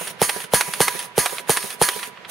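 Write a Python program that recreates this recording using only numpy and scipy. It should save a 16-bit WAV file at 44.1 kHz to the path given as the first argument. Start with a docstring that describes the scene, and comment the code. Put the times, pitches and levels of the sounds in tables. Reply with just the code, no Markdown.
"""On a lawn, close to the stereo microphones, an air-powered driver hammers a steel post, about three
strokes a second, while a road murmurs far off as shaped noise. In each stroke air hisses in (patchy noise),
the exhaust pops (short cavity tones and a puff), the hammer strikes and the post rings (beating sines, many
weak modes and a noise crash); the piston clacks back and settles with a soft thud, and the valve knocks shut
(noise bursts). The housing rattles on the post between blows; a thin echo of the yard trails the driver."""
import sys
import numpy as np
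from scipy import signal
from scipy.fft import rfft, irfft, next_fast_len
from scipy.io import wavfile
from scipy.ndimage import uniform_filter1d, minimum_filter1d, map_coordinates

SR = 44100
rng = np.random.default_rng(int(sys.argv[2]) if len(sys.argv) > 2 else 0)


def to_wav(s):
    """Save 16-bit WAV."""
    ch = np.atleast_2d(s).T  # columns
    pcm = np.round(np.clip(ch, -1, 1) * 32767)  # PCM
    wavfile.write(sys.argv[1], SR, pcm.astype(np.int16))


N = 101430
T = np.arange(SR * 3 // 4) / SR  # time within one struck sound, s
TOP_HZ = 15780  # the microphones hear nothing much above this

# strokes of the driver: exhaust pop [t/s], cavity pitch [ratio], strike [level/dB], clack [level/dB],
# clack after the pop [t/s], length of the air flow [t/s]
STROKE_TABLE = [(-.134, 1, -1.5, 5.5, .076, .24), (0.2165, 0.99, -0.5, -0.5, 0.077, .224),
                (0.5355, 1.055, 2, 1.5, 0.073, 0.24), (0.8042, 1.01, 1, 0.5, 0.076, 0.25),
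                (1.1795, 0.95, -0.5, 0, .079, 0.22), (1.4947, 0.994, -1, -0.5, .0755, 0.247),
                (1.8149, 1.05, 1.5, 0, 0.072, 0.26), (2.306, 1, 4, -2, .076, .24)]
# likeness of left and right for the metal sounds and the puff: [f/Hz], [correlation]
METAL_LIKENESS = [(300, 0.96), (2000, 0.94), (14000, 0.89)]
# likeness of left and right for the air hiss and the thuds: [f/Hz], [correlation]
AIR_LIKENESS = [(200, 0.41), (750, 0.24), (2200, 0.45), (6000, 0.37), (9000, 0.98), (15000, 0.73)]

STRIKE_DELAY_S, STRIKE_RISE_S = 0.0072, 0.00015  # strike after the pop
MODE_SCATTER_DB, MODE_SPREAD_RAD = 0.5, 0.21  # random strength, and phase turned opposite ways at the ears


def amp(db):
    """Decibels to gain."""
    return 10 ** (np.asarray(db) / 20)


def unit(x):
    """Scale to rms 1."""
    return x / np.sqrt(np.mean(x ** 2) + 1e-20)


def along(points, hz):
    """Read a curve of (Hz, value) points on a log frequency axis."""
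    f, v = np.transpose(points)
    return np.interp(np.log(hz + 1), np.log(f + 1), v)


def filtered(x, response):
    """Multiply the spectrum of x by a response of frequency."""
    n = x.shape[-1]
    padded = next_fast_len(n + 4096)
    hz = np.fft.rfftfreq(padded, 1 / SR)
    return irfft(rfft(x, padded) * response(hz), padded)[..., :n]


def noise(spectrum, likeness, size=len(T)):
    """Coloured stereo noise of rms 1; the share of mid and side sets how alike the ears are."""
    def mid_side_response(hz):
        turn = np.arccos(np.clip(along(likeness, hz), -1, 1)) / 2
        return amp(along(spectrum, hz)) * np.array([np.cos(turn), np.sin(turn)])

    mid, side = filtered(rng.standard_normal((2, size)), mid_side_response)
    return unit(np.array([mid + side, mid - side]))


def wobble(rate, size):
    """A smooth random curve, rate knots a second."""
    knots = rng.standard_normal(512)
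    return map_coordinates(knots, [np.arange(size) * rate / SR], mode="wrap")


def fade(rise_s, t60):
    """Quick rise and exponential decay by 60 dB in t60 seconds."""
    return (1 - np.exp(-T / rise_s)) * np.exp(-np.log(1000) * T / t60)


def add(out, s, sound):
    """Mix a sound in at time s, keeping only what falls inside the scene."""
    start = round(s * SR)
    a, b = max(start, 0), min(start + sound.shape[-1], N)
    if b > a:
        out[:, a:b] += sound[..., a - start:b - start]


def sideways(x):
    """Place sounds between the ears: the deepest bass leans left, the rest right, most near 200 Hz."""
    # balance across the stereo pair: [f/Hz], left minus right [level/dB]
    balance = [(60, 19.5), (200, -20), (400, -11), (750, -8.5), (1300, -5), (2400, -2.5), (3800, -6),
               (6500, -3.5), (8200, -0.5), (15000, -2.5)]
    half_each = np.array([[.5], [-.5]])
    return filtered(x, lambda hz: amp(along(balance, hz) * half_each))


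def road():
    """Distant traffic blends into steady noise whose level swells gently."""
    # spectrum of the far road: [f/Hz], [level/dB per Hz]
    road_spectrum = [(25, -59), (70, -21), (130, 0), (200, -2.5), (300, -10), (450, 0), (1000, -1.5),
                     (2000, 0), (3500, -7.5), (5000, -16), (10000, -27.5), (16000, -34)]
    # likeness of left and right: [f/Hz], [correlation]
    road_likeness = [(100, 1), (500, 0.81), (1500, 0.0042), (5000, 0)]
    level_db, swell_db = -43.5, 1.5
    swelling = amp(level_db + swell_db * wobble(rate=7.32, size=N))
    return swelling * noise(road_spectrum, road_likeness, size=N)


def patchy(x):
    """Turbulence: narrow bands of the hiss swell and sink on their own."""
    patchy_db = 2.5
    bands = signal.stft(x, nperseg=512)[2]
    field = rng.standard_normal(bands.shape[1:])
    field = uniform_filter1d(field, size=4, axis=0)  # smooth over frequency
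    field = uniform_filter1d(field, size=12, axis=1)  # smooth over time
    swollen = bands * amp(patchy_db * unit(field))
    return unit(signal.istft(swollen, nperseg=512)[1][:, :N])


def air():
    """The valve opens just before each pop; the hiss sags with the pressure until the valve shuts."""
    # spectrum of the air hiss: [f/Hz], [level/dB per Hz]
    air_spectrum = [(100, -47), (400, -1.5), (800, -4), (2000, 1.5), (4500, -4.5), (6600, -4.5),
                    (7500, -10.5), (9700, 3.5), (12000, -4.5), (14000, -12.5), (15600, -8)]
    level_db, flutter_db, lead_s = -28.5, .8, .006
    open_db_per_s, sag_db_per_s, shut_db_per_s = 1202.5, 22, 600  # shutting adds to the sag
    flow = np.zeros(N)
    for s, *_, length_s in STROKE_TABLE:
        t = np.arange(N) / SR - s
        opening_db = -open_db_per_s * np.maximum(-t - lead_s, 0)
        sag_db = -sag_db_per_s * np.maximum(t, 0)
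        shutting_db = -shut_db_per_s * np.maximum(t - length_s, 0)
        flow += amp(opening_db + sag_db + shutting_db)
    flutter = amp(level_db + flutter_db * wobble(rate=150, size=N))
    return flow * flutter * patchy(noise(air_spectrum, AIR_LIKENESS, size=N))


def exhaust():
    """A slug of air pops out of the exhaust cavity, right of centre, with a short puff."""
    # tones of the exhaust cavity: [f/Hz] before the stroke's pitch ratio, [level/dB], 60 dB decay [t/s]
    cavity = [(170, -5, .02), (450, -.5, .021), (790, -.5, .013)]
    # spectrum of the puff: [f/Hz], [level/dB per Hz]
    puff_spectrum = [(150, -47), (700, 17), (1500, -15), (3000, 4.5), (5000, -6), (7500, -2.5),
                     (10000, -1.5), (12500, 2.5), (16000, -30)]
    pop_db, pop_rise_s, pop_low_hz, pan_db = 0.5, .0005, 115, -6.5  # pan: left minus right
    puff_db, puff_rise_s, puff_t60 = -6, 0.00038, 0.019
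    low_cut = signal.butter(4, pop_low_hz, "highpass", fs=SR, output="sos")
    out = np.zeros((2, N))
    for s, ratio, *_ in STROKE_TABLE:
        pop = np.zeros(len(T))
        for hz, level_db, t60 in cavity:
            tone = np.cos(2 * np.pi * hz * ratio * T)
            pop -= amp(pop_db + level_db) * fade(pop_rise_s, t60) * tone
        pop = signal.sosfilt(low_cut, pop)
        pop = pop * amp(pan_db * np.array([[.5], [-.5]]))
        puff = amp(puff_db) * fade(puff_rise_s, puff_t60) * noise(puff_spectrum, METAL_LIKENESS)
        add(out, s, pop + puff)
    return out


def main_ring():
    """The post's strong modes; the tube is not quite round, so each beats with a close twin."""
    # strong modes of the steel post: [f/Hz], [level/dB]
    post_modes = [(980, -30), (1204, -35), (1660, -30), (2002, -34), (4323, -32), (5889, -40), (6245, -33),
                  (6560, -30), (9157, -27), (9650, -29), (9808, -26), (10610, -26), (11601, -36),
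                  (12062, -29.5)]
    level_db, t60, lowest_t60 = -1, 0.42, 1  # the lowest mode rings longest
    twin_db, most_beat_hz = -4, 12
    ring = np.zeros((2, len(T)))
    for k, (hz, db) in enumerate(post_modes):
        strength, detune, spread = rng.standard_normal(3)
        phase, twin_phase = 2 * np.pi * rng.uniform(size=2)
        ear_phase = MODE_SPREAD_RAD * spread * np.array([[1], [-1]])
        turn = 2 * np.pi * hz * T + phase + ear_phase
        beat_turn = 2 * np.pi * most_beat_hz * np.tanh(detune) * T
        pair = np.sin(turn) + amp(twin_db) * np.sin(turn + beat_turn + twin_phase)
        decay = fade(STRIKE_RISE_S, t60 if k else lowest_t60)
        ring += amp(level_db + db + MODE_SCATTER_DB * strength) * decay * pair
    return ring


def wall_ring(places, own_db, count):
    """The tube wall's many weak modes, struck with new strengths and phases."""
    # level of the wall modes over frequency: [f/Hz], [level/dB]
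    wall_spectrum = [(300, -19.5), (800, -9), (1150, -5), (1900, 0), (3600, -12.5), (4500, -2), (7700, -5),
                     (9600, -0.5), (11000, -1), (12300, -9.5), (13800, -20), (15500, -11)]
    hz = np.fft.rfftfreq(count, 1 / SR)
    bins = (places * np.searchsorted(hz, TOP_HZ)).astype(int)
    strength, real, imag, spread = rng.standard_normal((4, len(bins)))
    mode_db = along(wall_spectrum, hz[bins]) + own_db + MODE_SCATTER_DB * strength
    phase = np.arctan2(imag, real) + MODE_SPREAD_RAD * np.array([spread, -spread])
    spectrum = np.zeros((2, len(hz)), complex)
    spectrum[:, bins] = amp(mode_db) * np.exp(1j * phase)
    return unit(irfft(spectrum, count)[:, :len(T)])


def post():
    """Each hammer blow crashes into the steel tube, which rings until the piston's return damps it a little."""
    # spectrum of the crash: [f/Hz], [level/dB per Hz]
    crash_spectrum = [(100, -9), (700, -3.5), (1900, -2.5), (4000, -7.5), (7500, -19.5), (9600, 8),
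                      (12000, -9), (14000, -19)]
    wall_db, wall_t60, crash_db, crash_t60 = -19.5, 0.24, -14, 0.12
    choke_db, choke_s = 1, .012  # depth of the damping and the time it takes
    # the wall keeps its modes from blow to blow: spread unevenly up to TOP_HZ, each with its own level
    jitter = rng.uniform(size=230)
    places = (np.arange(len(jitter)) + jitter + 5) / (len(jitter) + 5)
    own_db = 9 * rng.uniform(-1, 1, len(places))
    out = np.zeros((2, N))
    for s, _, strike_db, _, clack_s, _ in STROKE_TABLE:
        wall = amp(wall_db) * fade(STRIKE_RISE_S, wall_t60) * wall_ring(places, own_db, count=65536)
        crash = amp(crash_db) * fade(STRIKE_RISE_S, crash_t60) * noise(crash_spectrum, METAL_LIKENESS)
        damping_db = choke_db * np.clip((T + STRIKE_DELAY_S - clack_s) / choke_s, 0, 1)
        blow = amp(strike_db - damping_db) * (main_ring() + wall + crash)
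        add(out, s + STRIKE_DELAY_S, blow)
    return out


def piston():
    """The piston touches and clacks against its stop and settles with a thud; the valve knocks shut."""
    # spectrum of the clack: [f/Hz], [level/dB per Hz]
    clack_spectrum = [(40, -42), (100, -67), (250, -27), (400, -1.5), (620, -2.5), (900, 2), (2000, 5),
                      (3500, -3), (7500, -9), (10000, -2), (16000, -22.5)]
    # spectrum of the thud and the valve's knock: [f/Hz], [level/dB per Hz]
    thud_spectrum = [(60, -67), (150, -2.5), (220, -6), (300, -28), (410, 2.5), (600, -8), (1200, -13),
                     (4000, -25)]
    clack_db, clack_rise_s, clack_t60 = -11, 0.00057, 0.043
    touch_lead_s, touch_db = 0.0052, -12  # first touch before the clack, and its level against it
    thud_delay_s, thud_db, valve_db = .144, -23.5, -34
    thud_rise_s, thud_t60 = 0.0035, 0.067
    out = np.zeros((2, N))
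    for s, _, _, stroke_db, clack_s, length_s in STROKE_TABLE:
        for lead_s, contact_db in [(touch_lead_s, touch_db), (0, 0)]:
            gain = amp(clack_db + stroke_db + contact_db)
            clack = gain * fade(clack_rise_s, clack_t60) * noise(clack_spectrum, METAL_LIKENESS)
            add(out, s + clack_s - lead_s, clack)
        for delay_s, knock_db in [(thud_delay_s, thud_db), (length_s, valve_db)]:
            thud = amp(knock_db) * fade(thud_rise_s, thud_t60) * noise(thud_spectrum, AIR_LIKENESS)
            add(out, s + delay_s, thud)
    return out


def housing():
    """The loose housing chatters against the post, each rattle a burst of tiny contacts."""
    # rattles of the housing: [t/s], [level/dB], dull above [f/Hz]
    rattles = [(0.072, -25.5, 12000), (0.194, -36, 3000), (.402, -29, 9000), (.439, -34, 9000),
               (.519, -34.5, 2940), (.736, -21.5, 9500), (.991, -22, 12000), (1.026, -30.5, 9000),
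               (1.152, -39, 3030), (1.294, -32.5, 6000), (1.382, -26.5, 6060), (1.474, -36.5, 2960),
               (1.626, -27.5, 9000), (1.702, -23.5, 9300), (1.931, -34.5, 4000), (1.989, -31, 6000),
               (2.029, -25, 6000), (2.173, -38, 3000), (2.247, -32.5, 3410)]
    # spectrum of a rattle before dulling: [f/Hz], [level/dB per Hz]
    rattle_spectrum = [(200, -26), (800, 2), (1600, 6), (3200, 7), (5000, 0), (7500, -4.5), (10000, 15.5),
                       (16000, -19)]
    all_db, rise_s, t60 = 2, .0004, .07
    chatter_db, chatter_per_s = 3, 477
    out = np.zeros((2, N))
    for s, db, dull_hz in rattles:
        chatter = amp(chatter_db * wobble(rate=chatter_per_s, size=len(T)))
        contacts = unit(chatter * noise(rattle_spectrum, METAL_LIKENESS))
        contacts = filtered(contacts, lambda hz: 1 / (1 + (hz / dull_hz) ** 4))
        add(out, s, amp(all_db + db) * fade(rise_s, t60) * unit(contacts))
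    return out


def yard(x):
    """A thin outdoor echo: a tail of decaying noise, shortest in the treble."""
    # decay of the yard: [f/Hz], 60 dB decay [t/s]
    yard_t60 = [(200, 0.17), (2000, 0.15), (6000, 0.1), (12000, 0.05)]
    hz, t, bands = signal.stft(rng.standard_normal((2, SR // 2)), SR, nperseg=256)
    decay = np.exp(-np.log(1000) * t / along(yard_t60, hz)[:, None])
    tail = signal.istft(bands * decay, SR, nperseg=256)[1]
    return signal.fftconvolve(x, tail / np.linalg.norm(tail[0]), axes=1)[:, :N]


def scene():
    """The driver and its echo, close by, in front of the far road."""
    yard_db = -26
    murmur = sideways(road())
    driver = sideways(air() + post() + piston() + housing()) + exhaust()
    return murmur + driver + amp(yard_db) * yard(driver)


def record(dry):
    """Behind the microphones a fast limiter holds the peaks down; the deep bass and the top are cut off."""
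    ceiling, limiter_s, low_cut_hz = .93, .003, 35
    size = round(limiter_s * SR)
    needed = ceiling / np.maximum(np.abs(dry), ceiling)
    gain = uniform_filter1d(minimum_filter1d(needed, size), size)

    def response(hz):
        bass_cut = hz ** 2 / np.hypot(hz ** 2, low_cut_hz ** 2)
        top_cut = np.clip((TOP_HZ - hz) / 200 + .5, 0, 1)  # a slope 200 Hz wide
        return bass_cut * top_cut

    return filtered(dry * gain, response)


dry = scene()
out = record(dry)
to_wav(out)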